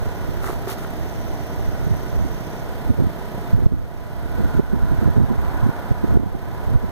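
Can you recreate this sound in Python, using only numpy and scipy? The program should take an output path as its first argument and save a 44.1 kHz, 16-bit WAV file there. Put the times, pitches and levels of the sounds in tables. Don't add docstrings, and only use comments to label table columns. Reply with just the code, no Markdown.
import sys
import numpy as np
from scipy import signal
from scipy.fft import rfft, irfft, next_fast_len
from scipy.io import wavfile
from scipy.ndimage import uniform_filter1d, map_coordinates

SR = 44100
rng = np.random.default_rng(int(sys.argv[2]) if len(sys.argv) > 2 else 0)


def store_wav(level_fs):
    pcm = np.round(np.clip(np.atleast_2d(level_fs), -1, 1) * 32767)
    wavfile.write(sys.argv[1], SR, pcm.T.astype(np.int16))


N = 304731
TIME = np.arange(N) / SR


def amp(db):
    return 10 ** (np.asarray(db) / 20)


def unit(x):
    return x / np.sqrt(np.mean(x ** 2) + 1e-20)


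def along(points, hz):
    freqs, values = np.transpose(points)
    return np.interp(np.log(hz + 1), np.log(freqs + 1), values)


def curves(rows):
    times, *columns = np.transpose(rows)
    return [np.interp(TIME, times, column) for column in columns]


def wobble(rate):
    return map_coordinates(rng.standard_normal(int(N * rate / SR) + 4), [TIME * rate])


def filtered(x, response):
    size = next_fast_len(N + 8192)
    return irfft(rfft(x, size) * response(np.fft.rfftfreq(size, 1 / SR)), size)[..., :N]


def coloured(x, spectrum):
    return unit(filtered(x, lambda hz: amp(along(spectrum, hz))))


# frequency in Hz, likeness (1 the same, -1 or less opposite).
PORT_LIKENESS = [(60, 1), (200, 0.93), (700, 0.73), (1000, 0.19), (1450, -1.06), (2000, 0.26),
                 (2500, -0.049), (3500, -0.16), (6500, 0.061), (14000, -0.15)]

def at_ports(pair, spectrum):
    def blend(hz):
        angle = np.arccos(np.clip(along(PORT_LIKENESS, hz), -1, 1)) / 2
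        return amp(along(spectrum, hz)) * [np.cos(angle), np.sin(angle)]
    mid, side = filtered(pair, blend)
    return unit(np.array([mid + side, mid - side]))


# time in seconds, notes per second, relative level in dB.
BIRD_TRILL = [(.9, 20, -53), (1.1, 15.4, -48), (1.7, 16, -49.5), (2.45, 16.5, -49), (2.62, 14, -50),
              (2.7, 13, -100)]

def bird(low_hz, high_hz, gain_db, echo_s, echo_gain):
    rate, level_db = curves(BIRD_TRILL)
    note = np.clip(1.6 * (np.cumsum(rate) / SR % 1), 0, 1)
    pitch = low_hz + (high_hz - low_hz) * np.sin(np.pi * note) + 260 * wobble(500)
    loudness = amp(level_db + gain_db) * np.sin(2 * np.pi * note) ** 2
    song = loudness * np.sin(2 * np.pi * np.cumsum(pitch) / SR)
    tail = rng.standard_normal((2, SR // 2)) * amp(-60 * TIME[:SR // 2] / echo_s)
    echo = signal.fftconvolve(song[None], tail / np.linalg.norm(tail[0]), axes=1)[:, :N]
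    direct = song * np.array([[1], [-.5]])
    return direct + echo_gain * echo


# start in seconds, length in seconds, relative crunch and grit in dB.
SHOE_STROKES = [(0.428, 0.023, -37, -50), (0.463, 0.044, -33, -50), (0.526, 0.013, -43, -44.5),
                (0.682, 0.011, -36, -43), (0.701, 0.032, -38, -37), (0.784, 0.01, -43, -46),
                (0.824, 0.015, -40, -56)]
# frequency in Hz, relative level in dB.
CRUNCH_SPECTRUM = [(100, -17), (300, 3), (700, 5), (1000, 3), (1400, 20), (1700, 5), (2000, 5), (2700, -7),
                   (6000, -8)]
GRIT_SPECTRUM = [(800, -32), (2400, 7), (3500, 3.5), (6000, 0), (9000, -1), (12000, 0.5), (14500, 6),
                 (16000, -24)]

def scuffs(grains_per_s, spread_db, fade_s):
    def grains():
        hits = rng.random(N) < grains_per_s / SR
        return hits * amp(spread_db * rng.standard_normal(N)) * rng.standard_normal((2, N))
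    crunch, grit = np.zeros(N), np.zeros(N)
    for start, length, crunch_db, grit_db in SHOE_STROKES:
        stroke = np.exp(-np.abs(TIME - np.clip(TIME, start, start + length)) / fade_s)
        crunch += amp(crunch_db) * stroke
        grit += amp(grit_db) * stroke
    return crunch * at_ports(grains(), CRUNCH_SPECTRUM) + grit * at_ports(grains(), GRIT_SPECTRUM)


# start in seconds, pitch in Hz, relative clack peak in dB, thud in dB.
STONE_CLACKS = [(0.4431, 1300, -13.5, -39), (0.474, 1900, -19, -45), (0.483, 1250, -20, -38),
                (0.489, 980, -16, -28), (0.4951, 1100, -19, -22.5), (0.5035, 870, -13.5, -36),
                (0.509, 1290, -19, -25), (0.673, 1210, -21, -16.5), (.694, 1320, -16, -26),
                (.72, 1100, -21, -25), (.787, 1290, -26, -39), (.848, 1400, -18, -28)]
# multiple of its pitch, relative level in dB, seconds to fade 60 dB.
STONE_TONES = [(.75, -6, 0.013), (1, 6, 0.0093), (1.4, -8, 0.013), (4.9, -12, 0.0056)]

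def stones(clack_db, thud_hz, thud_fade_s):
    t, out = TIME[:SR // 10], np.zeros((2, N))
    for start, pitch_hz, peak_db, thud_db in STONE_CLACKS:
        thud = amp(thud_db - 60 * t / thud_fade_s) * np.sin(2 * np.pi * thud_hz * t)
        ring = np.zeros((2, len(t)))
        for ratio, level_db, fade_s in STONE_TONES:
            fade = amp(level_db + rng.normal(0, 2.1, (2, 1)) - 60 * t / fade_s)
            ring += fade * np.sin(2 * np.pi * pitch_hz * ratio * rng.normal(1, 0.03) * t)
        clack = amp(peak_db + clack_db) * ring / np.abs(ring).max()
        out[:, round(start * SR):][:, :len(t)] += clack + thud
    return out


# start in seconds, length in seconds, strength in dB.
WIND_GUSTS = [(0, 0.093, -26), (0.246, 0.31, -27), (0.527, 0.1, -34), (.99, .06, -28), (1.16, 0.19, -28),
              (1.403, .15, -36), (1.577, 0.17, -25), (1.807, 0.19, -23), (1.958, .11, -28),
              (2.125, .14, -21.5), (2.28, 0.094, -27), (2.47, 0.38, -33.5), (2.857, 0.24, -27.5),
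              (3.33, .17, -36), (3.545, 0.3, -15), (3.82, 0.57, -27), (4.384, 0.07, -20),
              (4.475, 0.24, -22), (4.718, 0.66, -23), (5.38, .09, -18), (5.477, .11, -24.5),
              (5.622, 0.055, -19.5), (5.89, .18, -26), (6.095, 0.1, -14.5), (6.218, 0.16, -21.5),
              (6.426, 0.21, -28), (6.68, 0.097, -19), (6.813, 0.047, -22)]

def gust_strength(breeze_db, rise_s, fall_s, swirl_db, swirls_per_s):
    power = amp(breeze_db) ** 2
    for start, length, db in WIND_GUSTS:
        before = np.maximum(start - TIME, 0) / rise_s
        after = np.maximum(TIME - start - length, 0) / fall_s
        power = power + amp(db) ** 2 * np.exp(-2 * (before + after))
    return 10 * np.log10(power) + swirl_db * wobble(swirls_per_s)


LEE_SHARE = 0.26
# frequency in Hz, relative level in dB.
RUMBLE_SPECTRUM = [(10, -12), (25, -2), (65, 1.5), (100, -3), (140, -11), (200, -18), (300, -32),
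                   (500, -23.5), (1000, -57), (3000, -81)]
FLUTTER_SPECTRUM = [(20, -4), (70, -14), (130, -1.5), (220, -7.5), (330, -7.5), (480, -29), (700, -44),
                    (1200, -25), (4000, -57)]

def wind(strength_db, rumble_db, flutter_db, lee_db):
    excess_db = strength_db - np.median(strength_db)
    rumble = coloured(rng.standard_normal((2, N)), RUMBLE_SPECTRUM)
    local_power = uniform_filter1d(np.mean(rumble ** 2, axis=0), size=4000)
    rumble /= np.sqrt(np.abs(local_power) + 1e-6)
    rumble *= amp(rumble_db - 0.29 * excess_db)
    flutter = coloured(rng.standard_normal((2, N)), FLUTTER_SPECTRUM)
    flutter *= amp(flutter_db + 0.09 * excess_db)
    left, right = amp(strength_db) * (rumble + flutter)
    return np.array([amp(lee_db) * left - LEE_SHARE * right, right])


# middle in seconds, length in seconds, relative level in dB, reach in Hz.
HARD_EDDIES = [(0.075, 0.015, -19.5, 130), (0.292, .008, -16, 217), (1.59, 0.019, -22, 130),
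               (1.687, 0.02, -18.5, 100), (1.724, .018, -30, 95), (1.872, 0.0089, -18, 300),
               (1.921, 0.027, -13.5, 154), (2.19, 0.022, -19.5, 90), (2.216, .018, -17, 200),
               (2.25, .013, -19, 271), (2.868, .02, -20, 140), (2.907, 0.017, -9.5, 218),
               (2.99, .008, -13.5, 430), (3.003, 0.0074, -9, 400), (3.02, 0.006, -10, 330),
               (3.041, 0.0088, -14, 340), (3.062, 0.018, -15, 120), (3.072, 0.011, -16, 310),
               (3.537, 0.0086, -5, 190), (3.551, 0.014, -7, 120), (3.573, 0.014, -14.5, 130),
               (3.58, 0.0057, -12, 450), (3.589, 0.005, -11, 500), (3.623, 0.007, -16, 380),
               (3.64, 0.0081, -14, 320), (3.665, 0.0064, 2, 178), (3.723, 0.0076, -7, 343),
               (3.739, .009, -7.5, 250), (4.403, 0.02, -16, 240), (4.424, 0.0081, -18, 170),
               (4.456, 0.011, -18.5, 293), (4.551, 0.0093, -15.5, 244), (4.578, 0.01, -12, 150),
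               (4.598, 0.0097, -8, 413), (4.737, 0.013, -11, 430), (4.762, 0.013, -16.5, 250),
               (4.834, 0.018, -12, 130), (4.849, 0.0097, -16, 240), (4.91, 0.0078, -15.5, 203),
               (4.925, 0.01, -13, 380), (4.938, .01, -13, 200), (4.989, 0.013, -13, 130),
               (5.029, 0.017, -16, 370), (5.062, 0.0099, -8.5, 150), (5.077, 0.0053, -10, 450),
               (5.087, 0.0062, -9.5, 430), (5.108, 0.017, -12.5, 170), (5.166, 0.0065, -11, 330),
               (5.177, .007, -11, 452), (5.185, 0.0077, -6.5, 170), (5.202, 0.014, -11.5, 380),
               (5.218, 0.016, -8, 180), (5.24, 0.011, -10, 260), (5.309, 0.034, -14.5, 297),
               (5.635, 0.014, -11.5, 140), (5.664, 0.018, -14.5, 207), (5.694, 0.0089, -13, 328),
               (5.916, 0.0078, -8.5, 350), (6.043, 0.01, -12.5, 440), (6.107, 0.0077, -21, 350),
               (6.13, 0.011, -14, 170), (6.144, .012, -14, 300), (6.158, 0.0077, -13, 250),
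               (6.172, 0.0044, -5, 500), (6.2, 0.012, -15, 340), (6.233, 0.01, -14, 320),
               (6.267, 0.011, -14, 300), (6.352, 0.012, -19, 380), (6.73, 0.026, -16, 121),
               (6.757, 0.013, -9.5, 150), (6.84, 0.0087, -14, 397)]

def buffets(gain_db, taper, low_hz, size=8192):
    out = np.zeros(N + 2 * size)
    t, hz = (np.arange(size) - size // 2) / SR, np.fft.rfftfreq(size, 1 / SR)
    ratio = hz / low_hz
    body = ratio ** 2 / np.hypot(1, ratio ** 2) / np.hypot(1, ratio) ** 0.99
    for middle, length, level_db, reach_hz in HARD_EDDIES:
        spectrum = body / np.hypot(1, (hz / reach_hz) ** 4.45)
        churn = signal.hilbert(irfft(spectrum * np.exp(2j * np.pi * rng.random(len(hz)))))
        churn = churn.real / uniform_filter1d(np.abs(churn), size=400)
        swell = .5 ** (np.abs(2 * t / length) ** taper)
        level = amp(level_db + gain_db) * np.sqrt(np.mean(swell ** 2))
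        out[round(middle * SR):][:size] += level * unit(churn * swell)
    return np.outer([-LEE_SHARE, 1], out[size // 2:][:N])


def rubbing(turns, repeat, throb_db, sharpness):
    surface = rng.standard_normal((2, 1380))
    worn = surface[:, (turns % 1 * surface.shape[1]).astype(int)]
    tight_spot = np.exp(sharpness * (np.cos(2 * np.pi * turns) - 1))
    force = np.sqrt(repeat) * worn + np.sqrt(1 - repeat) * rng.standard_normal((2, N))
    return force * amp(throb_db * tight_spot * (1 + 0.062 * wobble(32)))


# frequency in Hz, relative level in dB.
HISS_SPECTRUM = [(1000, -21), (1900, 16), (2500, 8.5), (3300, 9), (4500, 4), (5400, 4.5), (6500, -1),
                 (9000, -1.5), (12000, -4.5), (14500, 3.5), (16000, -9.5)]
SIZZLE_SPECTRUM = [(3000, -25), (6000, -10), (9000, -5), (12000, -3.5), (14500, 6), (16000, -17)]

def brushes(turns):
    hiss = at_ports(rubbing(turns, repeat=0.064, throb_db=2.0, sharpness=1.3), HISS_SPECTRUM)
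    sizzle = at_ports(rubbing(turns, repeat=0.06, throb_db=8.5, sharpness=1.4), SIZZLE_SPECTRUM)
    return amp(0.5) * hiss + amp(-9.5) * sizzle


# centre in Hz, width in Hz.
HOUSING_RINGS = [(725, 70), (987, 38.5), (1460, 68)]
# time in seconds, then the low, middle and high ring's level in dB.
RING_LEVELS = [(0, -69, -52, -51), (.8, -54, -60, -55), (1.4, -48.5, -52, -54.5), (1.8, -53, -53, -51.5),
               (2.25, -65, -50, -54), (2.7, -58, -51.5, -52), (3.45, -53, -54, -54), (4.1, -62, -53, -52),
               (4.45, -63, -48.5, -46.5), (4.9, -50, -48, -47), (5.25, -50, -47, -51),
               (5.6, -52, -45, -46.5), (6.2, -48.5, -51.5, -52), (6.9, -55, -48.5, -54)]

def housing_whine(turns):
    force = rubbing(turns, repeat=0.11, throb_db=2.5, sharpness=8.8)[0]
    out = np.zeros(N)
    for (centre, width), level_db in zip(HOUSING_RINGS, curves(RING_LEVELS)):
        ring = filtered(force, lambda hz: 1 / (1 + 1j * (hz - centre) / width) ** 2)
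        out += amp(level_db) * unit(ring)
    return out


# frequency in Hz, relative level in dB.
HOUSING_SPECTRUM = [(300, -15), (700, 0.5), (870, 3), (985, 1.5), (1130, -2.5), (1300, 3), (1460, -0.5),
                    (1700, -1), (2000, -15), (2500, -16), (4000, -38)]

def housing_whirr(turns):
    return at_ports(rubbing(turns, repeat=0.11, throb_db=2.0, sharpness=25.0), HOUSING_SPECTRUM)


# frequency in Hz, relative level in dB.
DECK_SPECTRUM = [(25, -3.5), (60, 0), (130, 5.5), (300, -1), (450, -6.5), (560, -9.5), (700, -10.5),
                 (850, -17.5), (1200, -32), (3000, -55)]

def deck_drone(turns):
    return at_ports(rubbing(turns, repeat=0.04, throb_db=7.5, sharpness=6.4), DECK_SPECTRUM)


# multiple of the shaft speed, relative level in dB.
SHAFT_TONES = [(4, -40.5), (10, -45.5), (12, -44), (13, -54.5), (14, -46.5), (18, -61), (19, -48.5),
               (20, -50.5), (21, -47), (22, -49.5), (23, -64), (25, -52.5), (31, -65.5), (36, -63.5),
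               (37, -64), (39, -62), (41, -60), (61, -63.5), (110, -78)]

def shaft_hum(turns, waver_db, drift_rad, rough_rad, port_lag_rad):
    out = np.zeros((2, N))
    for multiple, db in SHAFT_TONES:
        phase = 2 * np.pi * (multiple * turns + rng.random())
        phase += drift_rad * wobble(3.43) + rough_rad * wobble(30)
        level = amp(db + waver_db * wobble(3.4)) * np.sqrt(2)
        out += level * np.sin([phase, phase + port_lag_rad * multiple])
    return out


# time in seconds, then relative whirr, hiss and drone in dB.
MOTOR_LEVELS = [(0, -39.5, -46.5, 1.5), (1.1, -41, -46.5, 1.5), (2.6, -41, -47, 1),
                (3.45, -40.5, -47.5, 0.7), (4.5, -39.5, -47.5, 0.5), (5.6, -35.5, -48, 0.6),
                (6.2, -40, -49.5, -0.5), (6.9, -40, -49.5, -1)]

def motor(turns_per_s):
    whirr_db, hiss_db, drone_db = curves(MOTOR_LEVELS)
    turns = turns_per_s * TIME - 0.88
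    hum = amp(-5.5) * shaft_hum(turns, waver_db=1.8, drift_rad=0.16, rough_rad=0.21, port_lag_rad=0.029)
    drone = amp(-32.0) * deck_drone(turns)
    whirr = amp(whirr_db - 0.72) * housing_whirr(turns)
    hiss = amp(hiss_db) * brushes(turns)
    return amp(drone_db) * (hum + drone) + whirr + hiss + housing_whine(turns)


def scene():
    shoe = scuffs(grains_per_s=4000, spread_db=2.0, fade_s=0.0083)
    shoe += stones(clack_db=-5.0, thud_hz=393, thud_fade_s=0.04)
    machine = motor(turns_per_s=31.9)
    trill = bird(low_hz=4240, high_hz=6580, gain_db=3.5, echo_s=0.57, echo_gain=0.65)
    strength_db = gust_strength(breeze_db=-35.5, rise_s=0.017, fall_s=0.019, swirl_db=1.5, swirls_per_s=10)
    air = wind(strength_db, rumble_db=0.5, flutter_db=-13.5, lee_db=-7.0)
    air += buffets(gain_db=2.5, taper=1.28, low_hz=70.4)
    return trill + shoe + air + machine


def gain_control(x, ceiling_db, squeeze, sense_s, duck_s, recover_db_per_s):
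    def smooth(values, seconds):
        decay = np.exp(-1 / (seconds * SR))
        return signal.lfilter([1 - decay], [1, -decay], values)
    sensed = filtered(x, lambda hz: 1j * hz / (100 + 1j * hz))
    level_db = 10 * np.log10(smooth(sensed ** 2, sense_s).max(axis=0) + 1e-12)
    over_db = np.maximum(level_db - ceiling_db, 0)
    climb_db = recover_db_per_s * TIME
    cut_db = np.maximum.accumulate(squeeze * over_db + climb_db) - climb_db
    return x * amp(-smooth(cut_db, duck_s))


# frequency in Hz, share of the opposite port that is subtracted.
OPPOSITE_SHARE = [(100, 0.6), (1200, 0.7), (4000, 0.3), (12000, 0.5)]
# frequency in Hz, left minus right in dB.
BALANCE = [(60, -1.1), (250, -2), (600, -3.5), (1300, -1.1), (12000, -1)]

def widen(x, delay_s):
    opposite = filtered(x[::-1], lambda hz: along(OPPOSITE_SHARE, hz) * np.exp(-2j * np.pi * hz * delay_s))
    return filtered(x - opposite, lambda hz: amp(np.outer([.5, -.5], along(BALANCE, hz))))


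def record(dry):
    wide = widen(dry, delay_s=0.00039)
    ducked = gain_control(wide, ceiling_db=-11, squeeze=0.79, sense_s=0.0041, duck_s=0.0025,
                          recover_db_per_s=12)
    rounded = ducked / (1 + (ducked / .9) ** 4) ** (1 / 4)
    return filtered(rounded, lambda hz: hz < 15250)


dry = scene()
out = record(dry)
store_wav(out)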